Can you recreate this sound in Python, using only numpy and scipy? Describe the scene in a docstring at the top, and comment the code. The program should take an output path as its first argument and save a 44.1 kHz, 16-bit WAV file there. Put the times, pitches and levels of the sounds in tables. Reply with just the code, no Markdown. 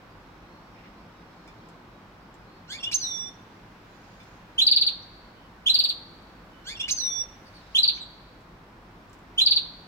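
"""A caged goldfinch gives four bright twitters and two creaking phrases in a hard-walled room.
Each phrase ends in a whine, in which the two sides of the syrinx sound together and modulate each
other, producing sum and difference tones. Reflections from near walls smear every note.
Claws and beak excite ticks in the cage, and a plucked bar rings in its normal modes. Far birds and
rustles arrive as diffuse sound, over a steady rush, hiss, hum and deep rumble."""
import sys
import numpy as np
from scipy import signal
from scipy.fft import rfft, irfft, next_fast_len
from scipy.io import wavfile

SR = 44100
rng = np.random.default_rng(int(sys.argv[2]) if len(sys.argv) > 2 else 0)


def dump_mix(stems):
    """Bounce the given channels to the path in sys.argv[1] as a 16-bit WAV at rate SR."""
    frames = np.atleast_2d(stems).T  # one column per channel
    limited = np.clip(frames, -1, 1)  # hard clip at full scale
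    pcm = np.round(limited * 32767).astype(np.int16)
    wavfile.write(sys.argv[1], SR, pcm)


N = 435266
TIME = np.arange(N) / SR

# spectra of the rush (in phase and in antiphase at the two ports), hiss and rumble: f/Hz, density/dB
RUSH_IN_PHASE = [(15, -35), (25, -10.5), (49, 0), (75, -11), (102, 3), (129, -4.5), (167, 1), (266, -3.5),
                 (316, -3), (437, -9), (476, -7), (575, -9), (1030, -7.5), (1500, -14), (1950, -41.5),
                 (3300, -120)]
RUSH_ANTIPHASE = [(15, -44), (25, -16.5), (113, -4.5), (236, -5), (280, -3), (460, -4.5), (1180, 0.5),
                  (1500, -5), (1950, -16.5), (3300, -120)]
HISS_SPECTRUM = [(880, -43), (1500, 1.5), (2480, -3.5), (2740, -6), (4390, -11), (5240, -14), (5620, -13.5),
                 (6020, -18.5), (7620, -23), (9190, -29.5), (15800, -25.5)]
RUMBLE_SPECTRUM = [(15, -4), (26, -1), (48, 15.5), (62, 8.5), (78, -6.5), (105, -3.5), (135, -8), (180, -3),
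                   (300, -36.5)]
# slow envelopes of hiss and rumble: t/s, level/dB
HISS_LEVEL = [(0, -58.5), (2.4, -59), (4.2, -57), (5.6, -59), (7.5, -57), (8.6, -60), (9.87, -57.5)]
RUMBLE_LEVEL = [(0, -62.5), (2.5, -64), (5.5, -59.5), (7.4, -56.5), (8.2, -59.5), (9.87, -59)]
# hum of the building: f/Hz, phase wander rate/Hz, level/dB
HUM_PARTIALS = [(51, 8, -77), (114.7, 8.3, -72), (173.6, 7.1, -73.5)]
# whistles of distant birds: t/s, duration/s, start f/Hz, end f/Hz, level/dB
FAR_WHISTLES = [(0.021, 1.8, 5630, 5560, -74.5), (0.376, 0.25, 4170, 4310, -66),
                (2.415, 0.22, 4290, 4210, -64.5), (3.772, 0.73, 6880, 6450, -70),
                (5.33, 0.15, 3010, 3070, -58.5), (6.498, 0.14, 2970, 3030, -57)]
# distant rustles: t/s, duration/s, centre f/Hz, level/dB
RUSTLES = [(0.729, 0.16, 2120, -55), (1.215, 0.6, 4200, -69.5), (3.876, 0.57, 4700, -70.5),
           (7.455, 0.5, 3950, -62)]
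# ticks on perch and bars, and plucks of a bar: t/s, level/dB
TICKS = [(1.476, -49.5), (1.6876, -48.5), (2.3411, -49), (3.22, -41), (4.2318, -52), (6.224, -58),
         (8.4068, -57), (9.0957, -53), (9.1303, -45), (9.1894, -57)]
PLUCKS = [(1.477, -51), (4.202, -52.5)]
# spectra of a tick and of the rasp in the voice: f/Hz, density/dB
TICK_SPECTRUM = [(1000, -24), (2400, -3), (4800, -10), (7500, 0), (10500, -7.5), (13000, -12),
                 (16000, -13.5)]
RASP_SPECTRUM = [(2000, -16.5), (4500, 3), (7500, -4), (10500, -4), (15000, -6.5)]
# normal modes of a cage bar: f/Hz, relative level/dB, T60/s
BAR_MODES = [(1436, -4, .08), (2366, 3, .1), (3530, -4, 0.11), (5030, -11, .07), (5250, -12, .07),
             (6300, -15, .06), (8620, -12, .06)]
# phrases of creak, pip and whine: t/s, creak and whine gain/dB, pip level/dB, whine duration/s,
# upper voice decay/(dB/s), upper voice held f/Hz
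PHRASES = [(2.673, 0, -16.5, .33, 60, 5826), (6.64, .5, -18, 0.294, 25, 5870)]
# hoarse glides of a creak (t from the start of its phrase) and soft notes between the calls:
# t/s, duration/s, start f/Hz, end f/Hz, level/dB, step per harmonic/dB, rasp (0-1)
CREAK_GLIDES = [(.000, 0.087, 1341, 1914, -45.5, -0.5, .22), (0.038, .065, 1900, 2505, -39, -3.5, 0.3),
                (.022, 0.053, 3150, 3760, -36, -22, 0.2), (0.019, 0.045, 7600, 6380, -47.5, -18, 1),
                (.025, 0.055, 4220, 4680, -42, -6, .5), (0.107, 0.0205, 3590, 3130, -39, -36, 0.2),
                (0.121, 0.024, 2660, 2865, -41.5, -7, 0), (0.151, 0.031, 2590, 2917, -36, -3.5, 0.43),
                (0.154, .030, 3196, 3620, -26, -21, .1), (.180, 0.036, 2720, 3030, -28.5, -33, .15),
                (0.238, .022, 2190, 3287, -32, -2.5, 0.88), (0.249, .020, 3032, 5404, -29, -17.5, 0.4),
                (.262, .025, 5020, 5280, -34.5, -24.5, 0.7)]
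MURMURS = [(5.015, .025, 5600, 5750, -64, -23, .2), (7.445, 0.053, 4730, 4420, -57, -10, 0.46),
           (7.53, .066, 4560, 4250, -52.5, -11.5, .3), (7.935, .044, 5850, 6390, -54, -9, 0.53),
           (7.968, 0.0215, 2090, 3320, -43.5, -10, 0.8), (8.003, 0.0375, 4100, 3650, -38.5, -17, 0.45)]
# twitters, two arches and then a run of downward slurs: t/s, delay of first slur/s, slur count,
# first spacing/s, slur level/dB, fade over the run/dB, slur overtone gain/dB
TWITTERS = [(4.578, .0855, 5, 0.046, -11.5, 4.5, -1.5), (5.658, 0.081, 4, 0.047, -13.5, 6.5, 5),
            (7.745, .0835, 2, .0465, -13, 1, -2), (9.375, 0.083, 3, 0.049, -12, 2.5, -3.5)]
# opening arches: t in the twitter/s, duration/s, top f/Hz, level/dB, overtone gain/dB, rasp/dB
OPENING_ARCHES = [(0, .030, 3446, -14, 8, -30), (0.03, 0.027, 4129, -15, 5, -29)]
# contours of an arch and a slur: t/duration, f/top f, effort/dB
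ARCH_CONTOUR = [(0, .75, -26), (.17, .89, -6), (.42, .98, -1), (.62, 1, 0), (.8, .92, -3), (.92, .76, -10),
                (1, .62, -28)]
SLUR_CONTOUR = [(0, 1, -24), (.14, .99, -4), (.35, .958, 0), (.55, .885, -1), (.72, .77, -3),
                (.86, .6, -14), (1, .43, -29)]
# overtones of the clear notes: harmonic number, relative level/dB
CLEAR_OVERTONES = [(2, -28.5), (3, -28), (4, -44.5)]
# diffuse tails of near walls, room and the space beyond: T60/s, level/dB, treble gain/dB
REVERB_TAILS = [(.1, -3, 1), (.4, -9, -3), (1.1, -20, -6)]
# direct path, then early reflections: delay/s, left gain, right gain, lag at the right port/s
PATHS = [(0, 0.93, 0.83, .000145), (.0013, .15, 0.39, .00005), (.0034, .15, 0.18, -.00008),
         (.0055, .33, .15, .00018), (.0066, 0.21, 0.27, .00002)]
# frequency response of each microphone port: f/Hz, gain/dB
LEFT_PORT = [(1500, -4), (3300, -1), (4000, 1), (4600, 2.5), (5700, -2.5), (6300, -2), (7500, -2),
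             (9100, -2), (10500, -11), (14000, -4), (16000, -3)]
RIGHT_PORT = [(1500, 1), (3300, 0), (4000, 4), (4600, 2), (5700, 5.5), (6300, 0.5), (7500, -0.5),
              (9100, -17.5), (10300, -12), (14000, -6.5), (16000, -8)]


def from_db(db):
    """Amplitude ratio: a factor of ten for every 20 dB."""
    return 10 ** (np.asarray(db) / 20)


def unit_rms(x):
    """Normalisation to unit mean power."""
    return x / np.sqrt(np.mean(x ** 2) + 1e-20)


def coloured(x, spectrum):
    """Linear filtering: the spectrum is multiplied by a curve of f/Hz, gain/dB."""
    size = next_fast_len(x.shape[-1] + 2048)
    hz, db = np.transpose(spectrum)
    bins = np.maximum(np.fft.rfftfreq(size, 1 / SR), 1)
    gain = from_db(np.interp(np.log(bins), np.log(hz), db))
    return irfft(rfft(x, size) * gain, size)[..., :x.shape[-1]]


def noise(spectrum, size):
    """Spectral shaping of white noise, at unit power."""
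    return unit_rms(coloured(rng.standard_normal(size), spectrum))


def wander(rate_hz, size):
    """Random modulation: linear interpolation between Gaussian values of unit variance."""
    steps = np.arange(size) * rate_hz / SR
    return np.interp(steps, np.arange(size), rng.standard_normal(size))


def add(track, start, sound):
    """Superposition of a sound on a track, from a start time in seconds."""
    at = max(round(start * SR), 0)
    track[at:at + len(sound)] += sound[:N - at]


def phase_of(hz):
    """Phase is the time integral of angular frequency."""
    return 2 * np.pi * np.cumsum(hz) / SR


def harmonics(hz, partials):
    """Fourier series on a moving fundamental, kept below the Nyquist frequency."""
    phase = phase_of(hz)
    return sum(from_db(db) * np.sin(round(k) * phase) * (k * hz < SR / 2) for k, db in partials)


def envelope(t, length, attack_s, release_s):
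    """Amplitude envelope with sine-squared attack and release."""
    rise = np.sin(np.pi / 2 * np.clip(t / attack_s, 0, 1))
    fall = np.sin(np.pi / 2 * np.clip((length - t) / release_s, 0, 1))
    return (rise * fall) ** 2


def background(rush_db=-50.5, fall_db_per_s=.1, waver_db=.42, hiss_right_db=1.5):
    """Partial coherence: rush and hiss have in-phase and antiphase parts; the hum is all in phase."""
    antiphase = np.array([[1], [-1]])
    rush = noise(RUSH_IN_PHASE, N) + from_db(-8.5) * noise(RUSH_ANTIPHASE, N) * antiphase
    hiss = unit_rms(noise(HISS_SPECTRUM, N) + from_db(-.5) * noise(HISS_SPECTRUM, N) * antiphase)
    rush *= from_db(rush_db - fall_db_per_s * TIME + waver_db * wander(4.2, N))
    hiss *= from_db(np.interp(TIME, *np.transpose(HISS_LEVEL)) - hiss_right_db / 2 * antiphase)
    hum = sum(from_db(db) * unit_rms(np.sin(2 * np.pi * hz * TIME + wander(rate_hz, N)))
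              for hz, rate_hz, db in HUM_PARTIALS)
    return rush + hiss + hum


def rumble():
    """Long wavelengths give the same pressure at both ports."""
    return from_db(np.interp(TIME, *np.transpose(RUMBLE_LEVEL))) * noise(RUMBLE_SPECTRUM, N)


def far_chatter(count=40, until_s=4.5, length_s=.1, low_hz=3600, high_hz=5100, db=-71):
    """Faint notes of distant birds, uniformly distributed in onset and frequency."""
    draws = rng.uniform((0, low_hz), (until_s, high_hz), (count, 2))
    return [(start, length_s, hz, hz, db) for start, hz in draws]


def far_whistles(jitter=.018):
    """Random frequency modulation broadens the thin tones of distant birds."""
    out = np.zeros(N)
    for start, length, from_hz, to_hz, db in FAR_WHISTLES + far_chatter():
        size = int(length * SR)
        hz = np.linspace(from_hz, to_hz, size) * (1 + jitter * wander(500, 2 * SR)[:size])
        add(out, start, from_db(db) * signal.windows.tukey(size, .5) * np.sin(phase_of(hz)))
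    return out


def rustles(skirt_db_per_octave=-22, flutter_db=3):
    """Random amplitude modulation makes short swells of band-limited noise flutter."""
    out = np.zeros(N)
    for start, length, hz, db in RUSTLES:
        size = int(length * SR)
        band = [(hz * 2 ** octave, skirt_db_per_octave * abs(octave)) for octave in range(-2, 3)]
        fluttering = noise(band, SR) * from_db(db + flutter_db * wander(70, SR))
        add(out, start, fluttering[:size] * signal.windows.tukey(size, .5))
    return out


def cage_ticks(t60=.027, gain_db=-5):
    """Impacts of claws and beak excite broadband bursts that decay exponentially."""
    out, t = np.zeros(N), np.arange(4096) / SR
    for start, db in TICKS:
        add(out, start, from_db(gain_db + db - 60 * t / t60) * noise(TICK_SPECTRUM, len(t)))
    return out


def plucked_bars(spread_db=2.4):
    """Free vibration is a sum of damped normal modes; each pluck weights them a little differently."""
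    out, t = np.zeros(N), np.arange(SR // 2) / SR
    for start, db in PLUCKS:
        for hz, mode_db, t60 in BAR_MODES:
            gain = from_db(db + mode_db + rng.normal(0, spread_db) - 60 * t / t60)
            add(out, start, gain * np.sin(2 * np.pi * hz * t))
    return out


def hoarse_notes(notes, jitter=.09, shimmer=.65, flutter_hz=1400, rolloff_db=-.73):
    """Aperiodic vibration of slack membranes: uneven cycles spread the harmonics into noise."""
    out = np.zeros(N)
    for start, length, from_hz, to_hz, db, step_db, rasp in notes:
        size = int(length * SR)
        hz = np.linspace(from_hz, to_hz, size) * (1 + jitter * rasp * wander(flutter_hz, 8192)[:size])
        swell = from_db(db) * np.sin(np.linspace(0, np.pi, size))
        flutter = 1 + shimmer * rasp * wander(flutter_hz, 8192)[:size]
        partials = [(k + 1, k * step_db + k * k * rolloff_db) for k in range(6)]
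        add(out, start, swell * flutter * harmonics(hz, partials))
    return out


def creaks():
    """Superposed hoarse glides form the creak that opens each phrase."""
    return hoarse_notes([(start + after, length, from_hz, to_hz, db + gain_db, step_db, rasp)
                         for start, gain_db, *_ in PHRASES
                         for after, length, from_hz, to_hz, db, step_db, rasp in CREAK_GLIDES])


def pips(after_s=.265, start_hz=6305, sag_hz_per_s=2000, decay_db_per_s=130, jitter=.002):
    """A nearly pure tone with exponential decay ends each creak."""
    out, t = np.zeros(N), np.arange(4096) / SR
    for start, _, db, *_ in PHRASES:
        hz = (start_hz - sag_hz_per_s * t) * (1 + jitter * wander(490, len(t)))
        gain = from_db(db - decay_db_per_s * t) * envelope(t, .034, attack_s=.006, release_s=.012)
        add(out, start + after_s, gain * harmonics(hz, [(1, 0), (2, -24)]))
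    return out


def syrinx_side(hz, db, held_jitter=.0015, glide_jitter=.05, waver_db=1.6):
    """Phase and amplitude of one oscillator, whose jitter subsides as its frequency falls."""
    strain = np.log(hz / hz.min())
    jittered_hz = hz * (1 + (held_jitter + glide_jitter * strain ** 2) * wander(508, len(hz)))
    return phase_of(jittered_hz), from_db(db + waver_db * wander(29.7, len(hz)))


def whine(length, decay_db_per_s, held_hz, low_rest_hz=3496, sag_hz_per_s=550, roughness=.3):
    """Nonlinear coupling: the two voices of the syrinx mix into sum and difference tones."""
    t = np.arange(SR // 2) / SR
    # both voices drop at the onset, and bend towards each other at the release
    high_drop_hz = 595 * np.exp(-(t / .028) ** 2)
    low_drop_hz = 2050 * np.exp(-t / .042)
    release = np.exp(np.minimum(t - length, 0) / .025)
    high_hz = held_hz + high_drop_hz - sag_hz_per_s * t - 160 * release
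    low_hz = low_rest_hz + low_drop_hz + 170 * release
    high, high_gain = syrinx_side(high_hz, db=-27.5 - decay_db_per_s * t)
    low, low_gain = syrinx_side(low_hz, db=-34.5 - 28 * t)
    high_gain *= envelope(t, length, attack_s=.04, release_s=.033)
    low_gain *= envelope(t, length, attack_s=.03, release_s=.042)
    upper_voice = high_gain * (np.sin(high) + from_db(-24.5) * np.sin(2 * high))
    lower_voice = low_gain * (np.sin(low) + from_db(-21.5) * np.sin(2 * low))
    coupling = np.sqrt(high_gain * low_gain) * (1 + roughness * wander(900, len(t)))
    quadratic = from_db(-18.5) * np.sin(high + low) + from_db(-23.5) * np.sin(high - low)
    cubic = from_db(-30) * (np.sin(2 * high - low) + np.sin(high + 2 * low) + np.sin(2 * high + low))
    return upper_voice + lower_voice + coupling * (quadratic + cubic)


def whines(after_s=.311):
    """Biphonation, two voices at once, closes each phrase."""
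    out = np.zeros(N)
    for start, gain_db, _, length, decay_db_per_s, held_hz in PHRASES:
        add(out, start + after_s, from_db(gain_db) * whine(length, decay_db_per_s, held_hz))
    return out


def clear_notes(notes, contour, jitter, overtone_jitter, brightening=.35):
    """Frequency-modulated whistles with a faint rasp; overtones grow faster than the fundamental."""
    out = np.zeros(N)
    share, bend, contour_db = np.transpose(contour)
    for start, length, top_hz, db, overtone_db, rasp_db in notes:
        size = int(length * SR)
        progress = np.linspace(0, 1, size)
        hz = top_hz * np.interp(progress, share, bend) * (1 + jitter * wander(1500, 4096)[:size])
        effort_db = np.interp(progress, share, contour_db)
        gain = from_db(db + effort_db) * signal.windows.tukey(size, .1)
        frayed_hz = hz * (1 + overtone_jitter * wander(2500, 4096)[:size])
        overtones = from_db(overtone_db + brightening * effort_db) * harmonics(frayed_hz, CLEAR_OVERTONES)
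        rasp = from_db(rasp_db) * noise(RASP_SPECTRUM, 4096)[:size]
        add(out, start, gain * (np.sin(phase_of(hz)) + overtones + rasp))
    return out


def arches():
    """Two notes that rise and fall in frequency open every twitter."""
    return [(start + after, *note) for start, *_ in TWITTERS for after, *note in OPENING_ARCHES]


def voice_breaks(db=-39, length_s=.017):
    """A noise transient marks the jump of the voice from the first arch to the second."""
    out, size = np.zeros(N), int(length_s * SR)
    for start, arch_length, *_ in arches()[::2]:
        burst = noise(RASP_SPECTRUM, 4096)[:size] * np.hanning(size)
        add(out, start + arch_length - length_s / 2, from_db(db) * burst)
    return out


def slurs(length_s=.0235, first_hz=4760, sink_hz=69.8, slowing_s=.0025, rasp_db=-33):
    """A train of downward sweeps, no two alike, whose rate, level and frequency decline."""
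    notes = []
    for start, after, count, spacing, db, fade_db, overtone_db in TWITTERS:
        for k, progress in enumerate(np.linspace(0, 1, round(count))):
            onset = start + after + k * spacing + slowing_s * k * (k - 1) / 2
            length = length_s * rng.normal(1, .05)
            top_hz = (first_hz - sink_hz * progress ** 2) * rng.normal(1, .004)
            notes.append((onset, length, top_hz, db - fade_db * progress ** 2, overtone_db, rasp_db))
    return notes


def room(near, far, build_up_s=.0074):
    """Convolution gives all sounds diffuse tails; only near ones have direct paths and early echoes."""
    t, tails = np.arange(SR) / SR, 0
    for t60, db, treble_db in REVERB_TAILS:
        # the longer the path, the more treble the walls and air absorb
        diffuse = coloured(rng.standard_normal((2, len(t))), [(4380, 0), (5900, treble_db)])
        decay = from_db(-60 * t / t60) * np.clip(t / build_up_s, 0, 1)
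        tails = tails + from_db(db) * diffuse * decay / np.linalg.norm(decay)
    left, right = signal.fftconvolve((near + far)[None], tails, axes=1)[:, :N]
    for delay, left_gain, right_gain, lag in PATHS:
        add(left, delay, left_gain * near)
        add(right, delay + lag, right_gain * near)
    return np.array([coloured(left, LEFT_PORT), coloured(right, RIGHT_PORT)])


def scene():
    """Superposition of bird, cage and distant sounds in the room with the background."""
    twitters = clear_notes(arches(), ARCH_CONTOUR, jitter=.006, overtone_jitter=.01)
    twitters += clear_notes(slurs(), SLUR_CONTOUR, jitter=.007, overtone_jitter=.032)
    twitters += voice_breaks()
    phrases = creaks() + pips() + whines()
    near = twitters + phrases + hoarse_notes(MURMURS) + cage_ticks() + plucked_bars()
    far = far_whistles() + rustles()
    return room(near, far) + background() + rumble()


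def record(dry, cutoff_hz=15900):
    """Band limiting by a steep elliptic low-pass filter."""
    return signal.sosfilt(signal.ellip(12, .1, 80, cutoff_hz, fs=SR, output="sos"), dry)


dry = scene()
out = record(dry)
dump_mix(out)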